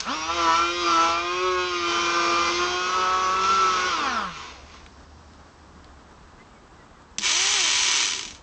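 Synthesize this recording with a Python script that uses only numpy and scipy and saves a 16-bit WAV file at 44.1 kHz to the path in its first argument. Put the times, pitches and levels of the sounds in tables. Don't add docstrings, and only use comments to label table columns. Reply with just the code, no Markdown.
import sys
import numpy as np
from scipy import signal
from scipy.fft import rfft, irfft
from scipy.io import wavfile
from scipy.ndimage import uniform_filter1d

SR = 44100
rng = np.random.default_rng(int(sys.argv[2]) if len(sys.argv) > 2 else 0)


def unload_wav(signal):
    wavfile.write(
        sys.argv[1],
        SR,
        np.round(np.clip(np.atleast_2d(signal).T, -1, 1) * 32767).astype(np.int16),
    )


N = 371630
T = np.arange(N) / SR


def undb(db):
    return 10 ** (np.asarray(db) / 20)


def unit(x):
    return x / np.sqrt(np.mean(x ** 2))


def curve(table):
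    s, values = np.transpose(table)
    return np.interp(T, s, values)


def ramp(start_s, length_s):
    return np.clip((T - start_s) / length_s, 0, 1)


def steady(x, size=3000):
    power = uniform_filter1d(uniform_filter1d(x ** 2, size), size)
    floor = 1e-5 * np.mean(x ** 2)
    return x / np.sqrt(np.abs(power) + floor)


def walk(hz):
    points = np.interp(T * hz, np.arange(2000), rng.standard_normal(2000))
    return unit(uniform_filter1d(points, int(SR / hz)))


def colour(x, points, size=2048):
    hz, db = np.transpose(points)
    bins_hz = np.arange(size // 2 + 1) * SR / size
    outline = np.interp(np.log(bins_hz + 1), np.log(hz), db)
    cepstrum = irfft(np.log(undb(outline)))
    cepstrum[1:size // 2] *= 2
    cepstrum[size // 2 + 1:] = 0
    response = irfft(np.exp(rfft(cepstrum)))
    return signal.oaconvolve(x, response)[:len(x)]


def ring(x, t60, tail_db, size=22050):
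    age = T[:size]
    decay = np.exp(-np.log(1000) * age / t60)
    tail = rng.standard_normal(size) * decay * (1 - np.exp(-age / (t60 / 100)))
    return x + undb(tail_db) * signal.oaconvolve(x, tail / np.linalg.norm(tail))[:N]


def smear(x, t60, tail_db, size=4096):
    tail = rng.standard_normal(size) * np.exp(-np.log(1000) * T[:size] / t60)
    response = rfft(signal.unit_impulse(size) + undb(tail_db) * tail / np.linalg.norm(tail))
    broad = np.sqrt(uniform_filter1d(np.abs(response) ** 2, size=7))
    return signal.oaconvolve(x, irfft(response / broad))[:N]


# f/Hz, width/Hz, relative level/dB
SHELL_MODES = [(1040, 270, -7), (2230, 360, -3), (2700, 54, -2), (3150, 81, 0), (3530, 64, 0),
               (3720, 40, -2), (3920, 43, -3), (4730, 55, -1), (5720, 97, 0), (6020, 47, -1),
               (6400, 32, -2), (6610, 23, -5)]


def shell(x, ring_db, size=4096):
    age = T[:size]
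    modes = np.zeros(size)
    for hz, width, db in SHELL_MODES:
        modes += undb(db) * np.sqrt(width) * np.exp(-np.pi * width * age) * np.cos(2 * np.pi * hz * age)
    return x + undb(ring_db) * signal.oaconvolve(x, modes / np.linalg.norm(modes))[:N]


def scrape(cycles, fade, grain_db):
    grain = undb(grain_db * rng.standard_normal(N))
    return rng.standard_normal(N) * grain * np.exp(-(cycles % 1) / fade)


def motor_speed(on_s, off_s, free_hz, spin_s, coast_s, drag_hz, loaded_hz=np.inf):
    spinning_up = free_hz * (1 - np.exp(-np.maximum(T - on_s, 0) / spin_s))
    driven = np.minimum(spinning_up, loaded_hz)
    off_hz = np.interp(off_s, T, driven)
    coasting = (off_hz + drag_hz) * np.exp(-np.maximum(T - off_s, 0) / coast_s) - drag_hz
    return np.where(T < off_s, driven, np.maximum(coasting, 0))


def slowed(hz, knee_hz, octave_db):
    return -octave_db * np.log2(np.maximum(knee_hz / (hz + 1e-3), 1))


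# f/Hz, relative level/dB
ROOM_COLOUR = [(15, -44.5), (25, -13), (75, -9), (108, -16.5), (266, -16), (554, -22.5), (798, -20.5),
               (1100, -19.5), (1700, -26), (2170, -32.5), (7900, -40.5), (8500, -49.5), (11000, -73),
               (18700, -120)]
# t/s, level/dB
DRONE_LEVEL = [(0, -52), (5.7, -54), (6.4, -61.5), (8.43, -83)]
ROOM_DB = -49.5
HISS_START_S, HISS_RISE_S, HISS_DB, HISS_FADE_DB_PER_S = 4, 0.18, -54.5, 8


def background():
    air = unit(colour(rng.standard_normal(N), ROOM_COLOUR, size=8192)) * undb(ROOM_DB + 0.73 * walk(27))
    drone_cycles = np.cumsum(74 + 4 * walk(28)) / SR
    drone_gain = undb(curve(DRONE_LEVEL) + 2.7 * walk(9.8))
    drone = np.sqrt(2) * np.sin(2 * np.pi * drone_cycles) * drone_gain
    hiss_colour = [(2000, -20.0), (4400, -2.0), (5200, 0.0), (6200, -4), (8000, -24.0)]
    hiss = unit(colour(rng.standard_normal(N), hiss_colour))
    fade_db = HISS_FADE_DB_PER_S * np.maximum(T - HISS_START_S, 0)
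    swell = ramp(HISS_START_S, HISS_RISE_S) * undb(HISS_DB - fade_db)
    return air + drone + hiss * swell


# middle t/s, f/Hz at the middle, glide/Hz a second, level/dB
SQUEAKS = [(6.41, 2050, 2700, -57), (6.57, 2230, -2000, -63), (6.81, 1950, -2200, -58),
           (6.97, 1940, -2000, -62)]
SQUEAK_S = 0.02


def squeaks():
    out = np.zeros(N)
    for s, hz, glide, db in SQUEAKS:
        age = T - s
        tone = np.sqrt(2) * np.sin(2 * np.pi * (hz + glide * age / 2) * age)
        out += undb(db) * np.exp(-(age / SQUEAK_S) ** 2) * tone
    return ring(out * undb(2.5 * walk(42)), t60=.25, tail_db=-15.0)


# t/s, starting level/dB, f/Hz
JIB_BUMPS = [(5.75, -46, 185), (7.186, -36, 208), (8.262, -42.5, 201), (8.331, -41, 70.5)]


def bumps():
    out = np.zeros(N)
    for s, db, hz in JIB_BUMPS:
        age = np.maximum(T - s, 0)
        out += undb(db) * np.exp(-age / 0.028) * np.sin(2 * np.pi * hz * age)
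    return out


# t/s, peak level/dB before shell and room, nominal f/Hz
DRIVE_CLICKS = [(0.003, -12, 5400), (0.0094, -19.5, 5000), (4.8628, -32.5, 3420), (5.334, -44, 4530),
                (5.843, -41.5, 3950), (7.02, -45, 1050), (7.1837, -8.5, 6410), (7.1897, -23, 4800),
                (7.193, -19, 4800)]


def clicks(size=4096):
    out = np.zeros(N + size)
    age = T[:size]
    decay = np.exp(-age / 0.0013) + 0.032 * np.exp(-age / 0.0099)
    for s, db, hz in DRIVE_CLICKS:
        crack = rng.standard_normal(size) * (1 - np.exp(-age / 0.0011)) * decay
        crack = colour(crack, [(hz / 12, -20), (hz / 2, -9), (hz, 0), (hz * 1.46, -3), (hz * 1.2, -15)])
        start = int(s * SR)
        out[start:start + size] += undb(db) * crack / np.abs(crack).max()
    return ring(shell(out[:N], ring_db=-19.5), t60=0.31, tail_db=-10.0)


# f/Hz, relative level/dB
STRIKE_COLOUR = [(100, -44), (250, -33.5), (400, -9.5), (620, -22), (820, -9.5), (1050, -2), (1550, -6),
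                 (2200, 0), (3100, 2.5), (4200, -1), (5200, -0.5), (5900, 1), (6800, -0.5), (7400, -9.5),
                 (8050, -6.5), (8600, -15.5)]
SLACK_ON_S, SLACK_OFF_S = 7.184, 7.55
SLACK_FREE_HZ, SLACK_SPIN_S, SLACK_COAST_S, SLACK_DRAG_HZ = 433.3, .113, 0.54, 97.24
CLATTER_DB, TAKE_UP_DB, TAKE_UP_S = -21, -21, 0.069


def slack_gears():
    hz = motor_speed(SLACK_ON_S, SLACK_OFF_S, SLACK_FREE_HZ, SLACK_SPIN_S, SLACK_COAST_S, SLACK_DRAG_HZ)
    play_db = TAKE_UP_DB * (1 - ramp(SLACK_ON_S, TAKE_UP_S))
    level_db = CLATTER_DB + slowed(hz, knee_hz=121, octave_db=9.5) + play_db
    cycles = np.cumsum(hz) / SR
    at = np.flatnonzero(np.diff(np.floor(cycles)))
    chance = rng.standard_normal((len(at), 2))
    jitter = (.00014 * SR * chance[:, 0]).astype(int)
    blows = np.zeros(N)
    blows[np.clip(at + jitter, 0, N - 1)] = undb(3.6 * chance[:, 1])
    rebounds = steady(scrape(cycles, fade=0.92, grain_db=3))
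    force = steady(blows) + undb(2.0) * rebounds
    body = colour(shell(smear(force, t60=0.014, tail_db=6.5), ring_db=-21.5), STRIKE_COLOUR)
    clatter = undb(level_db) * steady(ring(body, t60=0.11, tail_db=-8.5), size=2200)
    hum_tones = np.sin(2 * np.pi * cycles) + undb(1) * np.sin(4 * np.pi * cycles)
    hum = undb(-41.5) * (hz / hz.max()) ** 2.8 * hum_tones
    thud_db = -46.5 + slowed(hz, knee_hz=55, octave_db=16) - 12 * hz / SLACK_FREE_HZ
    thud_colour = [(150, -22), (290, -4), (390, 2), (470, -10), (600, -31)]
    thud = undb(thud_db) * steady(colour(force, thud_colour))
    return clatter + hum + thud


# multiple of the shaft speed, change of level/dB
ORDER_ACCENTS = [(3, -3), (4, -4), (5, -6), (10, -3), (14, 5.5), (17, 2), (18, 4), (19, 3), (22, 5),
                 (26, 3), (28, 1), (32, 3), (34, 4), (36, 4)]


def orders(turns, hz, body, level_db, odd_db, sixth_db, tilt_db, wander_db, count, size=256):
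    run = np.flatnonzero(hz > 0)
    at = run[::size]
    order = np.arange(2, count)[:, None]
    octave = np.log2(order * hz[at])
    body_hz, body_db = np.transpose(body)
    chance = rng.standard_normal(octave.shape)
    wander = unit(uniform_filter1d(uniform_filter1d(chance, size=31), size=17))
    db = np.interp(octave, np.log2(body_hz), body_db) + tilt_db[at] * octave + wander_db * wander
    db += sum(accent_db * (order == k) for k, accent_db in ORDER_ACCENTS)
    gain = undb(db + odd_db[at] * (order % 2) + sixth_db[at] * (order % 6 == 0))
    gain *= undb(level_db[at]) / np.sqrt(np.sum(gain ** 2, axis=0) / 2)
    angle = (2 * np.pi * (turns[run] % 1)).astype(np.float32)
    out = np.zeros(N)
    for k, order_gain in zip(range(2, count), gain):
        phase = 2 * np.pi * rng.random()
        out[run] += np.interp(run, at, order_gain) * np.sin(k * angle + phase)
    return out


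# start t/s, start of the fall t/s, lift of the knock level/dB, of the chatter level/dB
LOOSE_BOUTS = [(-0.07, 0.062, 9.5, 5), (0.305, 0.58, 9.5, 8), (0.776, 1.058, 10, 8),
               (1.81, 2.51, 10.5, 8.5), (2.507, 2.68, 9.5, 5.5), (2.765, 3.375, 8.5, 4),
               (3.327, 3.913, 10, 7.5), (3.9, 4.23, 12, 4), (4.273, 4.48, 16, 8.5), (4.638, 4.765, 20, 12)]
BOUT_RISE_S, BOUT_FALL_S = 0.097, .15


def loose_bouts():
    lifts = []
    for start, end, *lift_db in LOOSE_BOUTS:
        bout = ramp(start, BOUT_RISE_S) * (1 - ramp(end, BOUT_FALL_S))
        lifts.append(np.outer(lift_db, bout))
    return np.max(lifts, axis=0)


HOIST_ON_S, HOIST_OFF_S = 0, 3.878
# t/s, level/dB
HUM_LEVEL = [(0.05, -54), (0.1, -33), (0.29, -45), (0.41, -33.5), (0.56, -38.5), (0.86, -29.5), (1.15, -39),
             (1.54, -27), (1.75, -35), (1.92, -32), (2.32, -29.5), (2.4, -35), (2.62, -28.5), (2.73, -33.5),
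             (3.31, -41), (3.43, -37), (3.88, -37)]
# f/Hz (turns a second), half width/Hz, change of the whine level/dB, of the treble whine level/dB
CRITICAL_SPEEDS = [(164.7, 3.35, 7.5, -3), (170.2, 1.8, 3, -2), (187.3, 4.7, 4.5, -6)]
# f/Hz (turns a second), change of the whine level/dB, of the knock level/dB
SLOW_BEARING = [(8, -50, -36), (35, -22, -19), (72, -20.5, -14), (91, -6, -7), (106, 0.5, -2.5),
                (130, 2, -0.5), (160, 0.5, 2)]
WHINE_DB, TREBLE_DB, KNOCK_DB, CHATTER_DB = -30.5, -35.5, -43.5, -37.5
WHINE_BOUT_SHARE, TREBLE_BOUT_SHARE = 0.21, .3
TAUT_S, TAUT_RISE_S, UNLOADED_WHINE_DB = 0.28, 0.019, -3
STALL_PRESS_HZ = 99
TURN_S, TURN_LENGTH_S, TURN_TREBLE_DB, TURN_TILT_DB = 3, .2, -2.5, 6


def hoist_levels(hz, turned):
    knock_lift, chatter_lift = loose_bouts()
    taut = ramp(TAUT_S, TAUT_RISE_S)
    switched_off = ramp(HOIST_OFF_S, TAUT_RISE_S)
    unloaded_db = UNLOADED_WHINE_DB * (1 - taut)
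    resonance = np.zeros((2, N))
    for centre, width, *lift_db in CRITICAL_SPEEDS:
        resonance += np.outer(lift_db, np.exp(-((hz - centre) / width) ** 2))
    whine_lift, treble_lift = taut * (1 - switched_off) * resonance
    speeds, whine_loss, knock_loss = np.transpose(SLOW_BEARING)
    hum = curve(HUM_LEVEL) + slowed(hz, knee_hz=90, octave_db=52) - 2.5 * switched_off
    whine = WHINE_DB + whine_lift + WHINE_BOUT_SHARE * chatter_lift + unloaded_db
    whine += np.interp(hz, speeds, whine_loss)
    treble = TREBLE_DB + treble_lift + TREBLE_BOUT_SHARE * chatter_lift + unloaded_db
    treble += TURN_TREBLE_DB * turned + slowed(hz, knee_hz=128, octave_db=24)
    press = np.where(T < HOIST_OFF_S, np.maximum(hz, STALL_PRESS_HZ), hz)
    knock = KNOCK_DB + knock_lift + np.interp(press, speeds, knock_loss)
    chatter = CHATTER_DB + chatter_lift + slowed(press, knee_hz=185, octave_db=7.0)
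    return hum, whine, treble, knock, chatter


def tooth_bearing(hz, turned):
    odd_db = np.interp(hz, [135, 172], [-15, 1])
    sixth_db = np.interp(hz, [55, 105], [12, 1.5])
    tilt_db = TURN_TILT_DB * turned + slowed(hz, knee_hz=115, octave_db=13)
    return odd_db, sixth_db, tilt_db


# t/s, f/Hz (turns a second)
LOADED_SPEED = [(0.19, 156.6), (0.25, 159.5), (0.35, 172.6), (0.51, 163.1), (0.57, 168.2), (0.79, 175.8),
                (0.97, 164.8), (1.12, 167.7), (1.45, 184.4), (1.68, 179.2), (1.83, 172.1), (2.48, 170.8),
                (2.56, 175.1), (2.96, 184.6), (3.29, 186.6), (3.53, 192.7), (3.81, 182.2), (3.88, 183.5)]
# f/Hz, relative level/dB
WHINE_BODY = [(120, -40), (330, -30), (495, -15), (520, -7), (560, -10), (660, -7), (730, -16), (800, -8),
              (900, -7), (1020, -2.5), (1120, -3.5), (1220, 0), (1310, -0.5), (1430, -3), (1540, -11),
              (1680, -17), (1810, -15), (1950, -26), (2500, -60)]
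TREBLE_BODY = [(1300, -48), (1850, -2), (2450, 4), (2850, 2), (3250, 3), (4100, -4.5), (4700, -0.5),
               (5900, -2.5), (6400, -10), (7300, -17), (8500, -35)]
KNOCK_BODY = [(60, -32), (200, -13), (380, -4.5), (600, -12), (800, -7.5), (1050, 1), (1300, 0.5),
              (1520, 2), (1800, -23.5), (2600, -33)]
CHATTER_BODY = [(1200, -38), (1900, 3.5), (2450, 6), (3300, 1.5), (4200, 1), (5000, -3), (5800, -3.5),
                (6500, -2.5), (7300, -15), (8500, -33)]
HOIST_FREE_HZ, HOIST_SPIN_S, HOIST_COAST_S, HOIST_DRAG_HZ = 200, .1, .93, 84.8


def hoist():
    hz = motor_speed(HOIST_ON_S, HOIST_OFF_S, HOIST_FREE_HZ, HOIST_SPIN_S, HOIST_COAST_S, HOIST_DRAG_HZ,
                     curve(LOADED_SPEED))
    turned = ramp(TURN_S, TURN_LENGTH_S)
    hum_db, whine_db, treble_db, knock_db, chatter_db = hoist_levels(hz, turned)
    odd_db, sixth_db, tilt_db = tooth_bearing(hz, turned)
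    looseness = undb(chatter_db) / (undb(chatter_db) + undb(treble_db))
    turns = np.cumsum(hz * (1 + .003 * looseness * walk(70))) / SR
    hum = undb(hum_db + 1.64 * walk(25.34)) * np.sqrt(2) * np.sin(4 * np.pi * turns)
    imbalance_db = knock_db - 16 + slowed(hz, knee_hz=194, octave_db=23.5) + 2.5 * walk(23)
    imbalance = undb(imbalance_db) * np.sin(2 * np.pi * turns)
    whine = orders(turns, hz, WHINE_BODY, whine_db + 1.0 * walk(29.66), odd_db, sixth_db, tilt_db,
                   wander_db=4.0, count=40)
    treble = orders(turns, hz, TREBLE_BODY, treble_db + 0.91 * walk(40.72), odd_db - 7 * looseness,
                    sixth_db, 12 * (looseness - .62), wander_db=3.5, count=52)
    knock_force = smear(scrape(turns, fade=0.43, grain_db=8.5), t60=0.056, tail_db=12)
    knock = steady(colour(knock_force, KNOCK_BODY))
    chatter_force = shell(scrape(2 * turns, fade=0.93, grain_db=3), ring_db=-33.0)
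    chatter = steady(colour(chatter_force, CHATTER_BODY))
    sizzle_colour = [(3800, -31.0), (5000, -4.5), (5700, 4.5), (6300, -11.5), (7200, -33.5)]
    sizzle = steady(colour(scrape(2 * turns, fade=0.14, grain_db=5), sizzle_colour))
    rattle = undb(knock_db - 2.0) * knock + undb(chatter_db - 4.5) * chatter
    rattle += undb(2 * chatter_db + 17) * sizzle
    whines_in_room = ring(whine + undb(2.5) * treble, t60=0.18, tail_db=-4.5)
    return hum + imbalance + whines_in_room + ring(rattle, t60=0.2, tail_db=-0.5)


def scene():
    return (background() + squeaks() + bumps() + clicks() + slack_gears() + hoist())[None]


def record(dry):
    return signal.sosfilt(signal.cheby1(12, .3, 8250, fs=SR, output="sos"), dry)


dry = scene()
out = record(dry)
unload_wav(out)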